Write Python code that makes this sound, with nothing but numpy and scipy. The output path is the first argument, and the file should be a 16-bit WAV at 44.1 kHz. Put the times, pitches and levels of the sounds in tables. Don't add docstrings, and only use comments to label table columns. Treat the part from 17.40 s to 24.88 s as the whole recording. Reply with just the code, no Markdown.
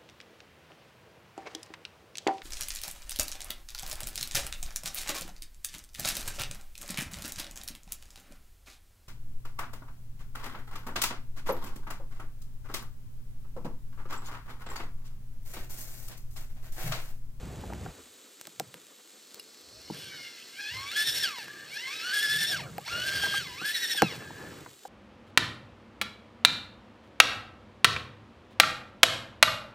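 import sys
import numpy as np
from scipy import signal
from scipy.fft import rfft, irfft, next_fast_len
from scipy.io import wavfile
from scipy.ndimage import map_coordinates

SR = 44100
rng = np.random.default_rng(int(sys.argv[2]) if len(sys.argv) > 2 else 0)


def put_to_file(sound):
    columns = np.atleast_2d(sound).T
    safe = np.clip(columns, -1, 1)
    whole_steps = np.round(safe * 32767)
    wavfile.write(sys.argv[1], SR, whole_steps.astype(np.int16))


N = 329868

# (f/Hz, width/Hz, level/dB)
HOUSING = [(1716, 220, -3), (2100, 220, -18), (3570, 170, -4.5), (3837, 75, 4), (4170, 60, 3.5),
           (4584, 210, 3), (5040, 57, -6.5), (5500, 210, 0.5)]
TEETH = 11
FULL_SPEED_HZ = 1800
ROLL_ATTACK_S = 0.026


def amp(db):
    return 10 ** (np.asarray(db) / 20)


def unit(x):
    return x / np.sqrt(np.mean(x ** 2) + 1e-20)


def noise():
    return rng.standard_normal(N)


def along(points, hz):
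    f, v = np.transpose(points)
    return np.interp(np.log(hz + 1), np.log(f + 1), v)


def curves(rows):
    s, *cols = np.transpose(rows)
    return [np.interp(np.arange(N) / SR, s, c) for c in cols]


def wobble(rate):
    knots = rng.standard_normal(int(N * rate / SR) + 4)
    return map_coordinates(knots, [np.arange(N) * rate / SR])


def swell(start, length, attack_s, release_s):
    t = np.arange(N) / SR - start
    rise = np.minimum(t, 0) / attack_s
    fall = np.maximum(t - length, 0) / release_s
    return np.exp(np.maximum(rise - fall, -20))


def filtered(x, response):
    m = next_fast_len(N + SR // 2)
    return irfft(rfft(x, m) * response(np.fft.rfftfreq(m, 1 / SR)), m)[..., :N]


def coloured(x, spectrum):
    return unit(filtered(x, lambda hz: amp(along(spectrum, hz))))


def narrow_noise(centre, half_width):
    return filtered(noise(), lambda hz: 1 / (1 + ((hz - centre) / half_width) ** 4))


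def without_bass(x):
    return signal.sosfilt(signal.butter(3, 100, "high", fs=SR, output="sos"), x)


def add(track, s, sound):
    start = int(np.clip(round(s * SR), 0, N - 1))
    track[start:start + len(sound)] += sound[:N - start]


def peak_one(x):
    return x / np.abs(x).max()


def ring(t, hz, t60, attack):
    t = np.maximum(t, 0)
    return np.sin(2 * np.pi * hz * t) * amp(-60 * t / t60) * (1 - np.exp(-t / attack))


def rain():
    # (f/Hz, relative level/dB)
    hiss_spectrum = [(50, -70), (200, -24), (600, -52), (850, -35), (1100, -14), (2000, -9.5), (3800, -2),
                     (5500, -6.5), (7500, -2), (9000, -4.5), (10500, -2.5), (12500, -14.5), (16000, -12)]
    hiss = amp(-56.0 + 0.8 * wobble(2.8)) * coloured(noise(), hiss_spectrum)
    drop_gain = amp(np.minimum(5 * noise(), 8))
    drops = (rng.random(N) < 90 / SR) * drop_gain
    click = rng.standard_normal(90) * np.exp(-np.arange(90) / 22)
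    splashes = signal.fftconvolve(drops, click)[:N]
    drop_spectrum = [(150, -52), (500, -20), (2000, 3), (7000, 6.5), (15000, -4.0)]
    return hiss + amp(-63.5) * coloured(splashes, drop_spectrum)


def opening():
    # (f/Hz, relative level/dB)
    rumble_spectrum = [(22, -41), (38, -0.5), (71, -0.5), (227, -9.5), (293, -14.5), (405, -16), (572, -20),
                       (756, -21), (1020, -27), (2870, -34), (4140, -45), (6500, -50), (8450, -73),
                       (14300, -120)]
    length_s, release_s = 0.508, 0.0093
    envelope = swell(0, length_s, ROLL_ATTACK_S, release_s)
    return amp(-40.5) * envelope * coloured(noise(), rumble_spectrum)


def yard(x):
    # (f/Hz, t60/s)
    decay = [(150, 0.03), (1000, 0.07), (5000, 0.048), (14000, 0.072)]
    hz, t, z = signal.stft(rng.standard_normal(SR // 2), SR, nperseg=256)
    tail = signal.istft(z * amp(-60 * t / along(decay, hz)[:, None]), SR, nperseg=256)[1]
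    answer = signal.fftconvolve(x, tail / np.linalg.norm(tail))[:N]
    fence_hz = 700
    return filtered(answer, lambda hz: hz ** 2 / (hz ** 2 + fence_hz ** 2))


def speed():
    # (t/s, tooth rate/Hz)
    bursts = [
        [(1.95, 400.4), (2.27, 522), (2.45, 712), (2.56, 785), (2.66, 777), (2.75, 753), (2.8, 720),
         (2.92, 702), (3.02, 660)],
        [(3.11, 680), (3.15, 720), (3.205, 828), (3.285, 846), (3.345, 1021), (3.5, 1162), (3.565, 1670),
         (3.63, 1780), (3.815, 1825), (3.9, 1262), (4.08, 590)],
        [(4.26, 589.4), (4.342, 781), (4.428, 1009), (4.492, 1090), (4.55, 1284), (4.614, 1298), (4.66, 1455),
         (4.714, 1505), (4.745, 1665), (4.8, 1675), (4.835, 1755), (4.885, 1650), (4.91, 1720), (5.03, 1760),
         (5.08, 1860), (5.15, 1580), (5.225, 636), (5.33, 399)],
        [(5.44, 611), (5.515, 1399), (5.635, 1483), (5.665, 1584), (5.985, 1617), (6.07, 1041), (6.125, 963)],
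        [(6.17, 1065), (6.26, 1678), (6.335, 1900), (6.555, 1835), (6.595, 1600), (6.62, 1422), (6.68, 1228),
         (6.78, 702), (6.95, 579), (7.3, 523)],
    ]
    return curves([point for burst in bursts for point in burst])[0]


def turning():
    return np.interp(np.arange(N) / SR, [1.85, 2.02, 7.15, 7.35], [0, 1, 1, 0])


def ground_levels():
    # (t/s, length/s, rumble/dB, drone/dB, scrub/dB)
    rolls = [(0.52, 0.075, -60, -84, -54), (1.205, 0.068, -84, -52, -60), (2.296, 0.18, -58.5, -87, -90),
             (2.53, 0.21, -64, -53.5, -52.5), (3.342, 0.052, -48, -54, -72), (3.694, 0.091, -56, -53, -79),
             (4.03, 0.33, -73, -61.5, -55.5), (4.906, 0.16, -71.5, -44.5, -73),
             (5.127, 0.24, -54, -42.5, -53.5), (5.523, 0.4, -48.5, -48, -48),
             (5.955, 0.18, -53, -49.5, -58), (6.656, 0.13, -59, -41.5, -42),
             (6.854, 0.36, -55.5, -49, -46.5)]
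    # (rumble/dB, drone/dB, scrub/dB)
    still_db = (-96, -102, -59.5)
    # (rumble/dB, drone/dB, scrub/dB)
    rolling_db = (-98, -62, -52)
    growth = 1.38
    release_s = 0.067
    rolling = turning() * (speed() / FULL_SPEED_HZ) ** growth
    power = amp(still_db)[:, None] ** 2 + np.outer(amp(rolling_db), rolling) ** 2
    for start, length, *levels_db in rolls:
        power += np.outer(amp(levels_db), swell(start, length, ROLL_ATTACK_S, release_s)) ** 2
    return 10 * np.log10(power)


def ground():
    # (f/Hz, relative level/dB)
    rumble_spectrum = [(20, -19), (35, -16), (55, 2.5), (85, 7.5), (110, 4.5), (200, -33), (800, -75)]
    drone_spectrum = [(30, -57), (70, -28), (105, -6), (135, 2), (170, -1.5), (215, -11.5), (400, -54.5),
                      (1500, -65)]
    scrub_spectrum = [(40, -75), (130, -19), (240, -1), (350, 0.5), (480, 0.5), (620, -7), (900, -9.5),
                      (1300, -7.5), (2500, -14.5), (6000, -37)]
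    rumble_db, drone_db, scrub_db = ground_levels()
    rumble = amp(rumble_db - 3.5) * coloured(noise(), rumble_spectrum)
    drone = amp(drone_db - 4.5) * coloured(noise(), drone_spectrum)
    scrub = amp(scrub_db - 2.5 + 2.2 * wobble(40)) * coloured(noise(), scrub_spectrum)
    return rumble + drone + scrub


def ticks():
    # (t/s just ahead of the tick, peak level/dB before the bass cut, centre f/Hz)
    hits = [(0.3341, -25.5, 1850), (1.012, -22, 8240), (1.07, -23, 6900), (1.1972, -11, 5540),
            (1.053, -28.5, 2730), (1.3412, -25.5, 3080), (1.9435, -25, 5070), (2.0904, -37, 4900),
            (3.351, -41, 2170), (3.484, -39, 3530), (3.984, -23, 1770), (4.0815, -27.5, 1740),
            (5.3808, -20, 1740), (6.6199, -1, 1560), (6.755, -33, 1516)]
    crack_cycles, spray_s = 3, 0.0055
    track, t = np.zeros(N), np.arange(SR // 20) / SR
    for s, db, hz in hits:
        spray = rng.standard_normal(len(t)) * amp(-60 * t / spray_s)
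        snap = ring(t, hz, crack_cycles / hz, 1 / SR)
        crack = peak_one(snap) + amp(-6) * peak_one(spray)
        add(track, s + 0.001014, amp(db) * peak_one(crack))
    return without_bass(track)


def clink():
    # (f/Hz, relative level/dB, t60/s)
    modes = [(2830, -3, 0.043), (4100, -2, 0.026), (5030, -1, 0.028), (11000, 5, 0.014)]
    t = np.arange(N) / SR - 1.9966
    ringing = sum(amp(db) * ring(t, hz, t60, 1 / SR) for hz, db, t60 in modes)
    return amp(-29) * peak_one(ringing)


def knocks():
    # (t/s, relative level/dB, ring f/Hz, thud trim/dB, upper mode trim/dB)
    hits = [(0.237, -29, 870, -14, -1), (0.301, -27, 655, 2, 1), (0.324, -25.5, 876, -6, -3),
            (0.461, -25, 750, -3, 5), (1.073, -35, 606, -2, 4), (1.2015, -19, 720, -7.5, -6),
            (1.345, -37, 494, 2, 1), (2.4996, -27, 894, 11.5, -18), (5.382, -22, 733, -38, -3),
            (5.385, -27.5, 857, -30, -10), (5.478, -22.5, 986, -30, 12), (5.835, -24.5, 832, -19, -2),
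            (5.865, -24.5, 1010, -4, -2), (5.94, -20, 1244, -15, -14), (6.214, -27, 1170, 4, -13),
            (6.547, -33.5, 803.3, 0, -8), (6.6207, -11, 1070, -4, 8), (6.6228, -5, 776, 4.5, -10),
            (6.63, -19, 910, -19, -17), (6.658, -37, 724, -2, -8), (6.905, -28.5, 910, 0, -4),
            (7.037, -37, 894, 6, -6), (7.261, -27, 1025, -11, 3.5), (7.452, -25.5, 785, -25, -4)]
    # (pitch ratio, relative level/dB, t60/s, attack/s)
    shell_modes = [(0.992, 2.5, 0.015, 0.0022), (0.66, -6, 0.028, 0.0045), (1.44, -7, 0.015, 0.0028),
                   (1.86, -3.5, 0.0069, 0.0011)]
    # (f/Hz, relative level/dB, t60/s)
    chassis_modes = [(121.7, -6, 0.13), (170.4, 6, 0.12), (210.6, 9.5, 0.08), (321, 17, 0.039),
                     (428, 15, 0.032)]
    track, t = np.zeros(N), np.arange(SR // 4) / SR
    thud = sum(amp(level) * ring(t - .0015, f, t60, 0.0037) for f, level, t60 in chassis_modes)
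    for s, db, hz, thud_db, hard_db in hits:
        shell = np.zeros(len(t))
        for ratio, level, t60, attack in shell_modes:
            trim_db = hard_db if ratio > 1.2 else 0
            shell += amp(level + trim_db) * ring(t, ratio * hz, t60, attack)
        blow = peak_one(shell) + amp(thud_db - 6.0) * peak_one(thud)
        add(track, s, amp(db - 6.5) * blow)
    return without_bass(track)


def slips():
    # (t/s, length/s, relative level/dB, centre f/Hz)
    scrapes = [(2.56, 0.12, -50.5, 3180), (2.722, 0.037, -52.5, 1710), (2.977, 0.05, -53, 2900),
               (5.092, 0.21, -51.5, 658), (5.269, 0.014, -51, 1441), (5.51, 0.42, -53.5, 619),
               (5.668, 0.24, -55, 1200), (6.693, 0.073, -70, 680)]
    width = 0.15
    attack_s, release_s = 0.013, 0.016
    track = np.zeros(N)
    for s, length, db, centre in scrapes:
        scrape = unit(narrow_noise(centre, width * centre) * amp(3 * wobble(120)))
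        track += amp(db) * swell(s, length, attack_s, release_s) * scrape
    return track


def coasting():
    # (t/s, length/s, level/dB)
    spells = [(4.026, 0.25, -51.5), (6.8, 0.31, -53)]
    attack_s, release_s = 0.011, 0.013
    fc, width, _ = HOUSING[0]
    envelope = sum(amp(db) * swell(s, length, attack_s, release_s) for s, length, db in spells)
    return envelope * unit(narrow_noise(fc, .5 * width))


def gear_levels(mesh_hz):
    # (tooth rate f/Hz, whine/dB, rasp/dB, fizz/dB)
    by_speed = [(410, -59.5, -68.5, -84), (588, -46.5, -51.5, -79), (786, -53.5, -46, -58),
                (848, -42.5, -41.5, -61.5), (1120, -37.5, -41, -62), (1190, -43, -39, -60.5),
                (1440, -35.5, -37.5, -59), (1660, -31, -32.5, -47.5), (1676, -35.5, -35, -45)]
    # (t/s, load/dB, extra mesh tone/dB, overtone clarity/dB)
    load = [(1.95, -16, 10, -8), (2.01, -12, 17, 0), (2.08, -14, 12, 0), (2.16, -31, 7, -2),
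            (2.38, -16.5, 13.5, 1), (2.48, -9, -13, -4), (2.58, -1, -28, -14), (2.72, -6.5, -35, 6.5),
            (2.85, 0, -33, 4.5), (2.93, -3, -20, 0), (3.1, -3, -12, -9), (3.2, -3.5, -8, 6),
            (3.31, -1.5, -18, 3), (3.37, 0, 3, 0.5), (3.45, -2, 3, -1.5), (3.52, 1, -9, -3.5),
            (3.6, -0.5, -4, 4), (3.78, 0, 0, 6.5), (3.92, -0.5, 1.5, -5.5), (3.99, -2, -0.5, 3.5),
            (4.1, 2.5, -20, -5), (4.25, 0.5, -16, -5), (4.33, 0.5, -11, 2), (4.39, -0.5, -14, 4.5),
            (4.44, -0.5, -16, 1), (4.48, 1, 0, 0), (4.57, -1, -8, -0.5), (4.68, -1, 3.5, 1),
            (4.93, -1.5, 3.5, 4.5), (5.12, -1.5, 3.5, 7.5), (5.175, -1, 0.5, -2), (5.23, -1.5, 7, 7),
            (5.3, 2, 7, -1), (5.42, -9.5, 2, 7), (5.48, 0.5, -1, 1), (5.55, 0, 2, -1),
            (5.8, 0.5, -3.5, 5.5), (6.12, -3.5, -2, -2), (6.4, -3, 5.5, 4.5), (6.58, -2, -0.5, 2.5),
            (6.7, -2, -2, -0.5), (6.9, -3.5, -7, -6), (7.2, 0, -15, -24)]
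    hz, *levels = np.transpose(by_speed)
    load_db, tone_db, clarity_db = curves(load)
    whine_db, rasp_db, fizz_db = [np.interp(mesh_hz, hz, level) + load_db for level in levels]
    return whine_db + tone_db, rasp_db, fizz_db, clarity_db


def binding():
    # (t/s, length/s, mesh tone/dB, overtones/dB)
    binds = [(3.562, 0.072, 7.5, -1.5), (3.664, 0.039, 1, -1.5), (3.752, 0.036, -17, -5),
             (3.828, 0.059, -3.5, 2.5), (4.733, 0.078, -2.5, -0.5), (4.821, 0.046, 1.5, 1.5),
             (4.89, 0.087, 0.5, -1.5), (4.988, 0.068, 0.5, -1.5), (5.111, 0.039, -4.5, -5),
             (5.664, 0.036, -2.5, -1.5), (5.751, 0.035, -2, -8), (5.82, 0.05, 2, -6),
             (5.918, 0.026, -0.5, -5), (5.95, 0.038, 0.5, 1.5), (6.249, 0.066, 0, -2.5),
             (6.344, 0.036, -2, 0.5), (6.425, 0.038, 1, 0), (6.499, 0.039, 2.5, 0),
             (6.572, 0.027, -2.5, 1.5)]
    # (tooth rate f/Hz, loss/Hz)
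    sag_by_speed = [(1480, 0), (1600, 35), (1750, 85), (1880, 170)]
    # (mesh tone/dB, overtones/dB, grit/dB)
    slack_db = (-9, -6.5, -2.5)
    bound_grit_db, edge_s = 1.8, 0.014
    t, mesh_hz = np.arange(N) / SR, speed()
    fast = np.interp(mesh_hz, [1480, 1600], [0, 1])
    bound, levels_db, sag = np.zeros(N), np.zeros((3, N)), []
    for start, length, tone_db, overtones_db in binds:
        inside_s = np.minimum(t - start, start + length - t)
        grip = np.clip(inside_s / edge_s + .5, 0, 1)
        bound += grip
        levels_db += np.outer([tone_db, overtones_db, bound_grit_db], grip)
        sag += [(start, .5), (start + length, -.5)]
    slack = fast * np.clip(1 - bound, 0, 1)
    swing_hz = along(sag_by_speed, mesh_hz) * curves(sag)[0]
    return levels_db + np.outer(slack_db, slack), slack, swing_hz


def tooth_blows(mesh_hz, teeth):
    at = np.flatnonzero(np.diff(np.floor(teeth)))
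    tooth = np.arange(len(at)) % TEETH
    flaws, chatter = rng.standard_normal((TEETH, 2)), rng.standard_normal((len(at), 2))
    size = unit(flaws[:, 0] - flaws[:, 0].mean())[tooth] + .55 * chatter[:, 0]
    late_periods = 0.074 * flaws[tooth, 1] + 0.059 * chatter[:, 1]
    late = late_periods * SR / mesh_hz[at]
    place = np.clip(np.round(at + late), 0, N - 1).astype(int)
    return unit(np.bincount(place, size / np.sqrt(mesh_hz[at]), N))


def whine(mesh_hz, teeth, whine_db, overtones_db, slack):
    # (f/Hz, relative level/dB)
    gearbox = [(700, -12), (1080, 16), (1400, -9), (1700, 2.5), (2150, 9), (2450, 5.5), (2800, 10),
               (3350, 3.5), (4200, 3), (4800, 3), (5500, 1), (6500, -7.5), (9000, -6), (12000, -23)]
    slack_smear, cogging = 0.7, 0.42
    turn = 2 * np.pi * teeth / TEETH
    runout = .2 * np.cos(turn) + .15 * np.cos(2 * turn + 1) + .09 * np.cos(3 * turn + 2)
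    pace = mesh_hz / FULL_SPEED_HZ
    crawl = np.interp(mesh_hz, [750, 1300, 1600], [1, .8, 0])
    overtones, power = np.zeros(N), np.zeros(N)
    for k in range(2, 9):
        gain = amp(along(gearbox, k * mesh_hz) - 3.8 * np.log2(k))
        shake = k * (.08 * wobble(330) + .2 * wobble(70) + pace * runout)
        shake += (slack_smear * slack + cogging * crawl) * wobble(300)
        flutter = amp(2.2 * wobble(140) + 2.8 * wobble(35))
        overtones += gain * flutter * np.sin(2 * np.pi * k * teeth + shake)
        power += gain ** 2
    overtones *= amp(overtones_db) / np.sqrt(power)
    radiation_db = np.interp(mesh_hz, [598, 870, 1060, 1290, 1670], [-5.5, -3, -4, -3.0, 2.0])
    flutter = amp(pace * (1.4 * wobble(220) + 1.4 * wobble(60)))
    shake = pace * (.25 * wobble(160) + runout) + slack_smear * slack * wobble(400)
    fundamental = amp(whine_db + radiation_db) * flutter * np.sin(2 * np.pi * teeth + shake)
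    return (fundamental + overtones) * (1 + 0.19 * np.cos(2 * turn + 1))


def housing(hz):
    modes = 0
    for fc, width, db in HOUSING:
        damping = 1j * hz * width
        modes = modes + amp(db) * damping / (fc ** 2 - hz ** 2 + damping)
    return amp(-1.5) * (1 + modes)


def gears():
    # (f/Hz, relative level/dB)
    rasp_spectrum = [(60, -82), (300, -33), (650, -8.5), (900, -16.5), (1200, -21), (1600, 0.5),
                     (2000, -0.5), (2450, 0), (3000, 3.5), (3600, -0.5), (5200, -4), (5800, -8), (6400, -8),
                     (12000, -18)]
    fizz_spectrum = [(300, -80), (3000, 8.5), (6000, 1), (7000, -2.5), (8400, 4.5), (9400, 12.5),
                     (10300, 5.5), (11000, 7.5), (11900, 4), (13000, -1.5), (14200, -2), (16000, -13)]
    # (t/s, level/dB)
    creep_level = [(0, -92), (1.3, -91), (1.75, -67), (2.2, -59.5), (2.55, -51.5), (3.1, -55.5), (3.5, -68),
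                   (7.48, -96)]
    # (f/Hz, relative level/dB)
    creep_spectrum = [(300, -80), (2800, -71), (4000, 7.5), (4800, 8.5), (6000, 0), (8000, -14),
                      (14000, -26)]
    mesh_hz = speed()
    whine_db, rasp_db, fizz_db, singing_db = gear_levels(mesh_hz)
    (tone_db, overtones_db, grit_db), slack, swing_hz = binding()
    jitter_hz = (8 * wobble(45) + 14 * wobble(300)) * (mesh_hz + 0) / FULL_SPEED_HZ
    mesh_hz = mesh_hz + swing_hz + jitter_hz
    teeth = np.cumsum(mesh_hz) / SR
    contact_db = 2.0 * np.cos(2 * np.pi * teeth) + 2 * np.cos(2 * np.pi * teeth / TEETH)
    contact = amp(contact_db + 1.9 * wobble(300))
    scrape = amp(5.5) * unit(contact * noise())
    rasp = coloured(scrape + tooth_blows(mesh_hz, teeth), rasp_spectrum)
    fizz = coloured(contact * noise(), fizz_spectrum)
    grit = amp(rasp_db - 4.0 + 1.3 * wobble(70)) * rasp + amp(fizz_db + 10) * fizz
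    tones = whine(mesh_hz, teeth, whine_db + tone_db, rasp_db + singing_db + overtones_db, slack)
    drive = tones + amp(grit_db) * grit
    creep = amp(curves(creep_level)[0]) * coloured(noise(), creep_spectrum)
    return filtered(turning() * drive, housing) + creep


def scene():
    # (f/Hz, phase by which left leads/rad)
    ports = [(100,-.3),(800,-.6),(1300,-.3),(2000,0),(3400,.6),(4800,.5),(5800,-.35),(6500,0),(7400,0),(8600,-1.2),(9200,-2.5),(9800,-3.1),(10300,-3.2),(10800,-3.55),(12800,-6.2),(14000,-6.3),(15800,-9)]
    truck = gears() + coasting() + slips() + knocks()
    snaps = ticks() + clink()
    answer = yard(amp(-5.0) * truck + amp(-15) * snaps)
    direct = truck + snaps + answer + ground() + opening() + rain()
    pair = filtered(direct, lambda hz: np.exp(1j * np.outer([.5, -.5], along(ports, hz))))
    return pair + amp(-18.0) * yard(direct) * np.array([[1], [-1]])


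def record(dry):
    top_hz = 15900
    return filtered(dry, lambda hz: hz < top_hz)


dry = scene()
out = record(dry)
put_to_file(out)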